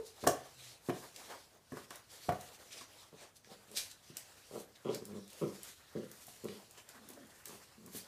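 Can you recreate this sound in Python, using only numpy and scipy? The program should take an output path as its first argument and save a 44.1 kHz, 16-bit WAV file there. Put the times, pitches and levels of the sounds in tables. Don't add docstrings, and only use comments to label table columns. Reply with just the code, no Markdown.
import sys
import numpy as np
from scipy import signal
from scipy.fft import rfft, irfft, next_fast_len
from scipy.io import wavfile
from scipy.ndimage import uniform_filter1d, map_coordinates

SR = 44100
rng = np.random.default_rng(int(sys.argv[2]) if len(sys.argv) > 2 else 0)


def wav_record(signal):
    frames = np.transpose(np.atleast_2d(signal))
    bounded = np.clip(frames, -1, 1)
    quanta = np.round(bounded * 32767).astype(np.int16)
    wavfile.write(sys.argv[1], SR, quanta)


N = 355887


def amp(db):
    return 10 ** (np.asarray(db) / 20)


def unit(x):
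    return x / np.sqrt(np.mean(x ** 2) + 1e-20)


def along(points, hz):
    freqs, values = np.transpose(points)
    return np.interp(np.log(hz + 1), np.log(freqs), values)


def wobble(rate):
    knots = rng.standard_normal(int(N * rate / SR) + 4)
    return map_coordinates(knots, [np.arange(N) * rate / SR])


def filtered(x, response):
    size = next_fast_len(len(x) + 8192)
    return irfft(rfft(x, size) * response(np.fft.rfftfreq(size, 1 / SR)), size)[:len(x)]


def band(x, lo_hz, hi_hz):
    return signal.sosfilt(signal.butter(3, [lo_hz, hi_hz], 'bandpass', fs=SR, output='sos'), x)


def noise(spectrum, size=N):
    return unit(filtered(rng.standard_normal(size), lambda hz: amp(along(spectrum, hz))))


def add(track, time, sound):
    start = max(round(time * SR), 0)
    track[start:start + len(sound)] += sound[:N - start]


def contour(start, rise, fall, onset_db=-8, end_db=-20, rise_db_per_s=266, edge_s=0.0019):
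    t, end = np.arange(N) / SR, start + rise + fall
    rise_db = np.interp(t, [start, start + rise], [max(onset_db, -rise_db_per_s * rise), 0])
    fall_db = end_db * np.clip((t - start - rise) / fall, 0, 1) ** 0.68
    gate = np.interp(t, [start - edge_s, start, end, end + edge_s], [0, 1, 1, 0])
    return gate * amp(rise_db + fall_db), np.clip((t - start) / (end - start), 0, 1)


def rings_and_whines(overtone_db=-6, db_per_octave=-22):
    # (start [s], rise [s], fall [s], level [dB], first pitch [Hz], last pitch [Hz], waver [ratio])
    tones = [(0, 0.0027, 0.056, -36, 457, 413, 0.069), (.04, 0.043, 0.092, -58.5, 414, 411, 0.052),
             (.36, 0.33, 0.097, -64, 141.4, 116, 0.044), (3.49, 0.04, 0.05, -56, 771, 786, 0.0088),
             (6.94, 0.31, 0.052, -57.5, 221.5, 293, .22)]
    out = np.zeros(N)
    for start, rise, fall, db, first_hz, last_hz, waver in tones:
        envelope, progress = contour(start, rise, fall)
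        pitch = first_hz * (last_hz / first_hz) ** progress
        phase = 2 * np.pi * np.cumsum(pitch * (1 + waver * wobble(110))) / SR
        overtone = amp(overtone_db + db_per_octave * np.abs(np.log2(pitch / 250)))
        out += envelope * amp(db) * (np.sin(phase) + overtone * np.sin(2 * phase))
    return out


def swell(t, rise, fall):
    return np.exp(-np.abs(t / np.where(t < 0, rise, fall)) ** 1.84)


def rubbing_gains(hiss_offset_db=-3, rub_offset_db=-1.5, rub_follow=0.59, usual_db=-68):
    # (time [s], level [dB])
    drag = [(0, -65.5), (.45, -61.5), (.82, -71.5), (1.1, -74), (1.43, -62.5), (1.58, -73.5), (2.07, -71),
            (2.65, -83), (2.95, -62), (3.12, -69), (3.42, -79.5), (3.6, -66.5), (4.0, -69), (4.4, -62.5),
            (4.72, -69.5), (4.95, -65.5), (6.2, -66), (8.07, -66)]
    # (peak time [s], level [dB], rise [s], fall [s], relative hiss [dB], relative rub [dB])
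    strokes = [(0.656, -53, 0.085, 0.095, -6, -35), (.885, -61, 0.051, 0.016, 4.5, -8),
               (.99, -56.5, 0.068, 0.11, -1.5, -3), (1.245, -57, 0.15, 0.062, -3, -2),
               (1.315, -55, 0.028, 0.051, -21, 1.5), (1.78, -59.5, 0.078, 0.099, -3.5, -2),
               (1.94, -58, 0.038, 0.081, -17, 1), (2.134, -57, 0.038, 0.071, -2.5, -6.5),
               (2.265, -57.5, 0.07, 0.036, -1, -9.5), (2.44, -60, 0.17, 0.35, -2, -0.5),
               (2.765, -50.5, 0.061, 0.093, -10, -8.5), (3.02, -61, 0.066, 0.055, -15, -10),
               (3.205, -55.5, 0.035, 0.074, -15, -6), (3.54, -60.5, 0.08, 0.042, -7, -1.5),
               (3.81, -53, 0.083, 0.085, -0.5, -10), (4.09, -62.5, 0.046, 0.048, -4, -12),
               (4.209, -55.5, 0.071, 0.079, -13, -15), (4.59, -60.5, 0.09, 0.054, 4, -4),
               (5.36, -59.5, 0.058, 0.27, -1, -8), (5.55, -60.5, 0.035, 0.042, 0.5, 1),
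               (5.681, -56, 0.08, 0.069, -0.5, -11), (6.285, -64, 0.19, 0.11, 7, -25),
               (6.5, -60.5, 0.066, 0.18, -1.5, -10), (6.784, -55.5, 0.011, 0.034, -7, -6.5),
               (6.91, -67.5, 0.032, 0.063, -15, 3.5), (7.105, -60, 0.017, 0.032, -10, -0.5),
               (7.385, -67.5, 0.043, 0.032, 7, -13), (7.48, -59.5, 0.025, 0.12, 1.5, -3.5),
               (7.971, -52.5, 0.042, 0.082, -5, -20)]
    drag_db = np.interp(np.arange(N) / SR, *np.transpose(drag))
    boards_db = usual_db + rub_follow * (drag_db - usual_db)
    power = amp([drag_db, drag_db + hiss_offset_db, boards_db + rub_offset_db]) ** 2
    t = np.arange(-SR // 2, SR // 2) / SR
    for time, db, rise, fall, hiss_db, rub_db in strokes:
        sweep = swell(t, rise, fall)
        for layer, layer_db in zip(power, [0, hiss_db, rub_db]):
            add(layer, time + t[0], (amp(db + layer_db) * sweep) ** 2)
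    return np.sqrt(power)


def patchy(x, depth_db):
    spectra = signal.stft(x, nperseg=512)[2]
    field = uniform_filter1d(rng.standard_normal(spectra.shape), size=9, axis=0)
    field = unit(uniform_filter1d(field, size=12, axis=1))
    return unit(signal.istft(spectra * amp(depth_db * field), nperseg=512)[1][:N])


def scuffle():
    # (frequency [Hz], level [dB])
    cloth = [(900, -18.5), (2000, -5), (3000, -2), (4300, -0.5), (7500, -5), (10000, -10), (15000, -40.5)]
    fur = [(4000, -7), (7500, -2), (10000, -2.5), (13000, -3.5), (15500, -17.5)]
    boards = [(100, -33.5), (250, -4.5), (500, 3.5), (750, 2), (1200, -1.5), (1800, -3), (3200, -16.5)]
    rustle_gain, hiss_gain, rub_gain = rubbing_gains()
    slips = unit(amp(0.5 * wobble(700) + 1.52 * wobble(45)))
    rustle = rustle_gain * patchy(noise(cloth), depth_db=2.46)
    hiss = hiss_gain * patchy(noise(fur), depth_db=-1.0)
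    rub = rub_gain * amp(2.3 * wobble(30)) * patchy(noise(boards), depth_db=2.5)
    return amp(-1.5) * slips * (rustle + hiss) + rub


def skids(grain_db=2):
    # (peak time [s], level [dB], rise [s], fall [s], treble tilt [dB/octave])
    slips = [(0.068, -55, 0.015, 0.018, 2), (.215, -54, 0.011, 0.043, -3.5),
             (3.368, -57.5, 0.011, 0.0071, 2.5), (3.773, -33, 0.0089, 0.019, -0.5),
             (3.915, -51, 0.013, 0.007, -1), (4.759, -57, 0.0058, 0.0058, -7.5),
             (4.95, -49, 0.034, 0.012, -6), (7.972, -44.5, 0.025, 0.014, 15)]
    # (frequency [Hz], level [dB])
    slide = [(410, -45), (700, -13), (828, -29), (1050, -24), (1480, -10), (3360, -4.5), (3770, 2),
             (5080, 1.5), (12000, -5.5), (15500, -19.5)]
    out, t = np.zeros(N), np.arange(N) / SR
    grit = noise(slide) * amp(grain_db * wobble(900))
    for time, db, rise, fall, tilt in slips:
        envelope = np.exp(np.minimum((t - time) / rise, (time - t) / fall))
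        swish = unit(filtered(grit, lambda hz: amp(tilt * np.log2(hz / 5000 + 0.39))))
        out += amp(db) * envelope * swish
    return out


def focus(hz, centre_hz, loss_db):
    return -loss_db * np.log2(hz / centre_hz) ** 2


def burst(spectrum, t, t60):
    decay = amp(-60 * t / t60)
    return unit(noise(spectrum, size=len(t)) * decay) * np.sqrt(np.mean(decay ** 2))


def bumps(ring_db=-13, ring_growth=0.2, attack_s=0.00066):
    # (time [s], level [dB], knock centre [Hz], thud [dB], edge [dB], crack [dB])
    blows = [(0.229, -37, 250, 2, -29, -22), (0.238, -21, 516, -10.5, -11, -13),
             (0.267, -13, 445, -33, -9, -25), (0.271, -7.5, 514, -21.5, -10, -24.5),
             (0.887, -24.5, 370, -1.5, -13, -20), (0.893, -24.5, 484, -10, -7.5, -8),
             (0.9, -22, 610, -28, -25, -11), (1.72, -30, 330, -4.5, -9, -41),
             (1.734, -31, 290, -14, -30, -37), (1.77, -32, 500, -14, -4, -12),
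             (1.907, -43.5, 607, -30, 5.5, 5), (2.284, -22.5, 355, -7, -25, -34),
             (2.2903, -13.5, 820, -17.5, -14, -13), (2.321, -26, 620, -15, -6, -15),
             (2.81, -47.5, 820, -2, 7, -22), (4.10, -51, 220, 8.5, -14, -10),
             (6.281, -43, 750, -9, -11, -9), (7.173, -38, 588, -18, -14, -27),
             (7.549, -41.5, 595.6, -29, -20, -18), (7.876, -42, 425, -22, -8, -18),
             (7.948, -33.5, 325, -3, -26, -13)]
    # (frequency [Hz], level [dB], t60 [s])
    wood_modes = [(320, -12, 0.11), (379, -4, 0.19), (419.3, -1, 0.18), (476, -4.5, 0.13),
                  (527, -11.5, 0.13), (567, -3.5, 0.072), (657, -2, .1), (717, 1, 0.088), (813, -16, 0.08)]
    # (frequency [Hz], level [dB])
    knock = [(150, -29), (330, 15), (740, 9.5), (1100, -12), (3000, -59)]
    thud = [(25, -32), (60, -31), (120, 0.5), (220, -1), (400, -7), (1200, -50)]
    edge = [(500, -13), (850, -14), (1080, 9.5), (1300, -6), (1750, -1), (2200, -15), (3000, -29.5),
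            (6000, -21)]
    crack = [(1200, 0), (2250, -3.5), (3300, -9), (5500, -15), (15000, -49)]
    out, t = np.zeros(N), np.arange(SR // 3) / SR
    for time, db, centre_hz, thud_db, edge_db, crack_db in blows:
        ring = np.zeros(len(t))
        for hz, level, t60 in wood_modes:
            mode_db = level + focus(hz, centre_hz, loss_db=18) + rng.normal(0, 1)
            ring += amp(mode_db - 60 * t / t60) * np.sin(2 * np.pi * (hz * t + rng.random()))
        colour = [(hz, level + focus(hz, centre_hz, loss_db=7)) for hz, level in knock]
        blow = amp(ring_db + ring_growth * db) * ring
        blow += amp(-10.5) * burst(colour, t, t60=0.029)
        blow += amp(thud_db - 7) * burst(thud, t, t60=0.098)
        blow += amp(edge_db - 7) * burst(edge, t, t60=0.053)
        blow += amp(crack_db - 9) * burst(crack, t, t60=0.051)
        add(out, time, amp(db) * blow * (1 - np.exp(-t / attack_s)))
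    return band(out, 67, 15000)


def landings(attack_s=0.002):
    # (time [s], level [dB])
    impacts = [(.272, -41), (.889, -43.5), (2.29, -36)]
    # (frequency [Hz], level [dB], t60 [s])
    floor_modes = [(103, -4.5, 0.15), (128.4, 0, .15)]
    out, t = np.zeros(N), np.arange(SR // 3) / SR
    boom = sum(amp(db - 60 * t / t60) * np.sin(2 * np.pi * hz * t) for hz, db, t60 in floor_modes)
    for time, db in impacts:
        add(out, time, amp(db) * boom * (1 - np.exp(-t / attack_s)))
    return out


def clicks(snap_db=-3, tail_db=-23):
    # (time [s], level [dB], centre of emphasis [Hz])
    contacts = [(0.2726, -20, 5030), (0.275, -20.5, 6000), (0.2775, -34, 6000), (0.901, -46, 5000),
                (1.162, -38.5, 4440), (1.906, -40.5, 6000), (1.957, -40, 8100), (2.411, -41, 6810),
                (3.446, -50, 2560), (3.715, -46, 7560), (4.1696, -29.5, 7000), (4.9467, -33, 6700),
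                (5.0538, -38.5, 9490), (5.278, -48.5, 6260), (5.303, -47, 6600), (5.331, -45, 6600),
                (5.6321, -35.5, 9800), (6.115, -41, 8470), (6.268, -41, 12530), (6.444, -42.5, 9000),
                (6.485, -41, 2799), (6.696, -61, 6660), (6.71, -46, 10520), (6.776, -49.5, 3960),
                (6.890, -41, 7500), (7.0884, -40.5, 9800), (7.103, -45, 9000), (7.135, -49, 6650),
                (7.271, -52, 10500), (7.456, -35, 6600), (7.47, -51, 9000), (7.483, -42, 9000),
                (7.862, -43.5, 10600), (7.933, -45, 12500)]
    # (frequency [Hz], level [dB])
    spectrum = [(600, -14), (1500, 5), (4500, -3), (7000, -1), (11000, -1.5), (15500, -3)]
    out, t = np.zeros(N), np.arange(SR // 6) / SR
    for time, db, centre_hz in contacts:
        colour = [(hz, level + focus(hz, centre_hz, loss_db=4.5)) for hz, level in spectrum]
        snap = amp(snap_db) * burst(colour, t, t60=0.016)
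        tail = amp(tail_db) * burst(colour, t, t60=0.094)
        add(out, time, amp(db) * (snap + tail))
    return out


def larynx(pitch, rough, jitter=0.34, shimmer_db=7):
    size = len(pitch)
    cycles = np.cumsum(pitch * np.exp(jitter * rough * wobble(130)[:size])) / SR
    beats = np.flatnonzero(np.diff(np.floor(cycles), prepend=-1))
    strengths = amp(shimmer_db * rough * rng.standard_normal(len(beats)))
    strengths /= np.sqrt(uniform_filter1d(strengths ** 2, size=5))
    pulses = np.zeros(size)
    pulses[beats] = strengths * np.sqrt(SR / pitch[beats])
    air = unit(rng.standard_normal(size) * np.exp(-3 * (cycles % 1)))
    return pulses, air


def tract(x, formants, lo_hz, hi_hz):
    hz = np.fft.rfftfreq(4096, 1 / SR)
    response = sum((-1) ** k * amp(db) * 1j * hz * width / (centre ** 2 - hz ** 2 + 1j * hz * width)
                   for k, (centre, width, db) in enumerate(formants))
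    ring = band(irfft(response), lo_hz, hi_hz)
    return signal.fftconvolve(x, ring / np.linalg.norm(ring))[:len(x)]


def growls(slack_hz=92.84, chest_growth_db=1, rasp=0.55, hoarse=0.88):
    # (start [s], rise [s], fall [s], level [dB], first pulse rate [Hz], roughness [0-1],
    #  chest tone [dB], mouth opening [0-1], snarl [dB])
    calls = [(3.126, 0.013, 0.024, -50, 186, 0.34, -4, 0.52, -15.5),
             (3.47, 0.052, 0.069, -55.5, 111, 0.79, -5.5, 0.78, -14.5),
             (3.68, 0.058, 0.089, -54.5, 109, 0.61, -7, 0.55, -16),
             (4.509, 0.057, 0.073, -40, 130, 0.48, -10.5, 0.58, -17.5),
             (4.847, .045, 0.098, -31, 159.9, 0.6, -7.5, 0.26, -16.5),
             (5.021, .004, 0.044, -45, 99.5, 0.57, -3, 0.1, -21),
             (5.069, 0.109, 0.03, -44, 100.7, 0.28, 0, 0.22, -21),
             (5.412, 0.023, 0.072, -30, 177.2, .35, -4.5, 0.09, -19),
             (5.951, 0.0134, 0.1, -35.5, 140.5, 0.47, -3, 0.06, -23.5),
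             (6.436, 0.02, 0.13, -40.5, 112.8, 0.58, -4, 0.15, -18.5),
             (7.46, 0.071, 0.072, -56.5, 89.3, 0.91, -2.5, 0, -6.5),
             (7.77, 0.11, 0.11, -57, 86.8, 0.76, 7.5, 0, -17)]
    # (frequency [Hz], bandwidth [Hz], level [dB])
    clenched_throat = [(284.3, 55, 1.5), (437, 115, 6), (570, 137, -3.5)]
    open_throat = [(460, 58, 3), (612, 150, -6.5), (770, 19, -7)]
    chest = [(108, 27, -25), (211, 64, 8)]
    lips = [(1036, 214, 6.5), (1390, 116, 0.5), (1940, 116, -9.5), (3310, 160, -4)]
    out = np.zeros(N)
    for start, rise, fall, db, first_hz, rough, chest_db, mouth, snarl_db in calls:
        push, progress = (curve[round(start * SR):][:SR // 3] for curve in contour(start, rise, fall))
        pitch = first_hz * (slack_hz / first_hz) ** progress
        pulses, air = larynx(pitch, rough)
        source = push * (pulses + rasp * rough * air)
        throat = np.sqrt(1 - mouth) * tract(source, clenched_throat, 233, 720)
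        throat += np.sqrt(mouth) * tract(source, open_throat, 281, 886)
        chest_gain = amp(chest_db + chest_growth_db * (progress - 1))
        voice = (throat + chest_gain * tract(source, chest, 77, 238)) / np.hypot(1, chest_gain)
        snarl = tract(push ** 1.16 * (pulses + hoarse * air), lips, 537, 3700)
        add(out, start, amp(db) * (voice + amp(snarl_db - 2) * snarl))
    return out


def creaks(grain_db=4):
    # (peak time [s], level [dB], rise [s], fall [s])
    pulls = [(4.36, -71, 0.13, 0.1), (6.03, -66.5, 0.2, 0.15), (6.98, -67, 0.06, 0.043),
             (7.22, -69, 0.11, 0.4)]
    # (frequency [Hz], level [dB])
    weave = [(700, -17), (1150, 0), (1600, 5), (1950, 4), (2500, -33)]
    t = np.arange(N) / SR
    strain = sum(amp(db) * swell(t - time, rise, fall) for time, db, rise, fall in pulls)
    return strain * unit(noise(weave) * amp(grain_db * wobble(150)))


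def room(x, gap_s=0.005):
    # (frequency [Hz], t60 [s])
    decay_times = [(100, 0.36), (450, 0.32), (1500, 0.38), (5000, 0.25), (14000, 0.2)]
    hz, t, spectra = signal.stft(rng.standard_normal(SR // 2), SR, nperseg=256)
    decay = amp(-60 * t / along(decay_times, hz)[:, None])
    tail = signal.istft(spectra * decay, SR, nperseg=256)[1]
    tail = np.pad(tail / np.linalg.norm(tail), (round(gap_s * SR), 0))
    return signal.fftconvolve(x, tail)[:N]


def scene():
    # (frequency [Hz], level [dB])
    hum = [(20, -22), (50, -3.5), (100, 5), (160, -1.5), (400, -8), (1500, -14.5), (8000, -27.5)]
    pitched = rings_and_whines() + growls()
    blows = bumps() + landings()
    bright = skids() + clicks()
    reverb = room(amp(-6.5) * (pitched + blows) + amp(-4) * bright)
    return (pitched + blows + bright + reverb + scuffle() + creaks() + amp(-71) * noise(hum))[None]


def record(dry, top_hz=15480):
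    return np.array([filtered(x, lambda hz: hz < top_hz) for x in dry])


dry = scene()
out = record(dry)
wav_record(out)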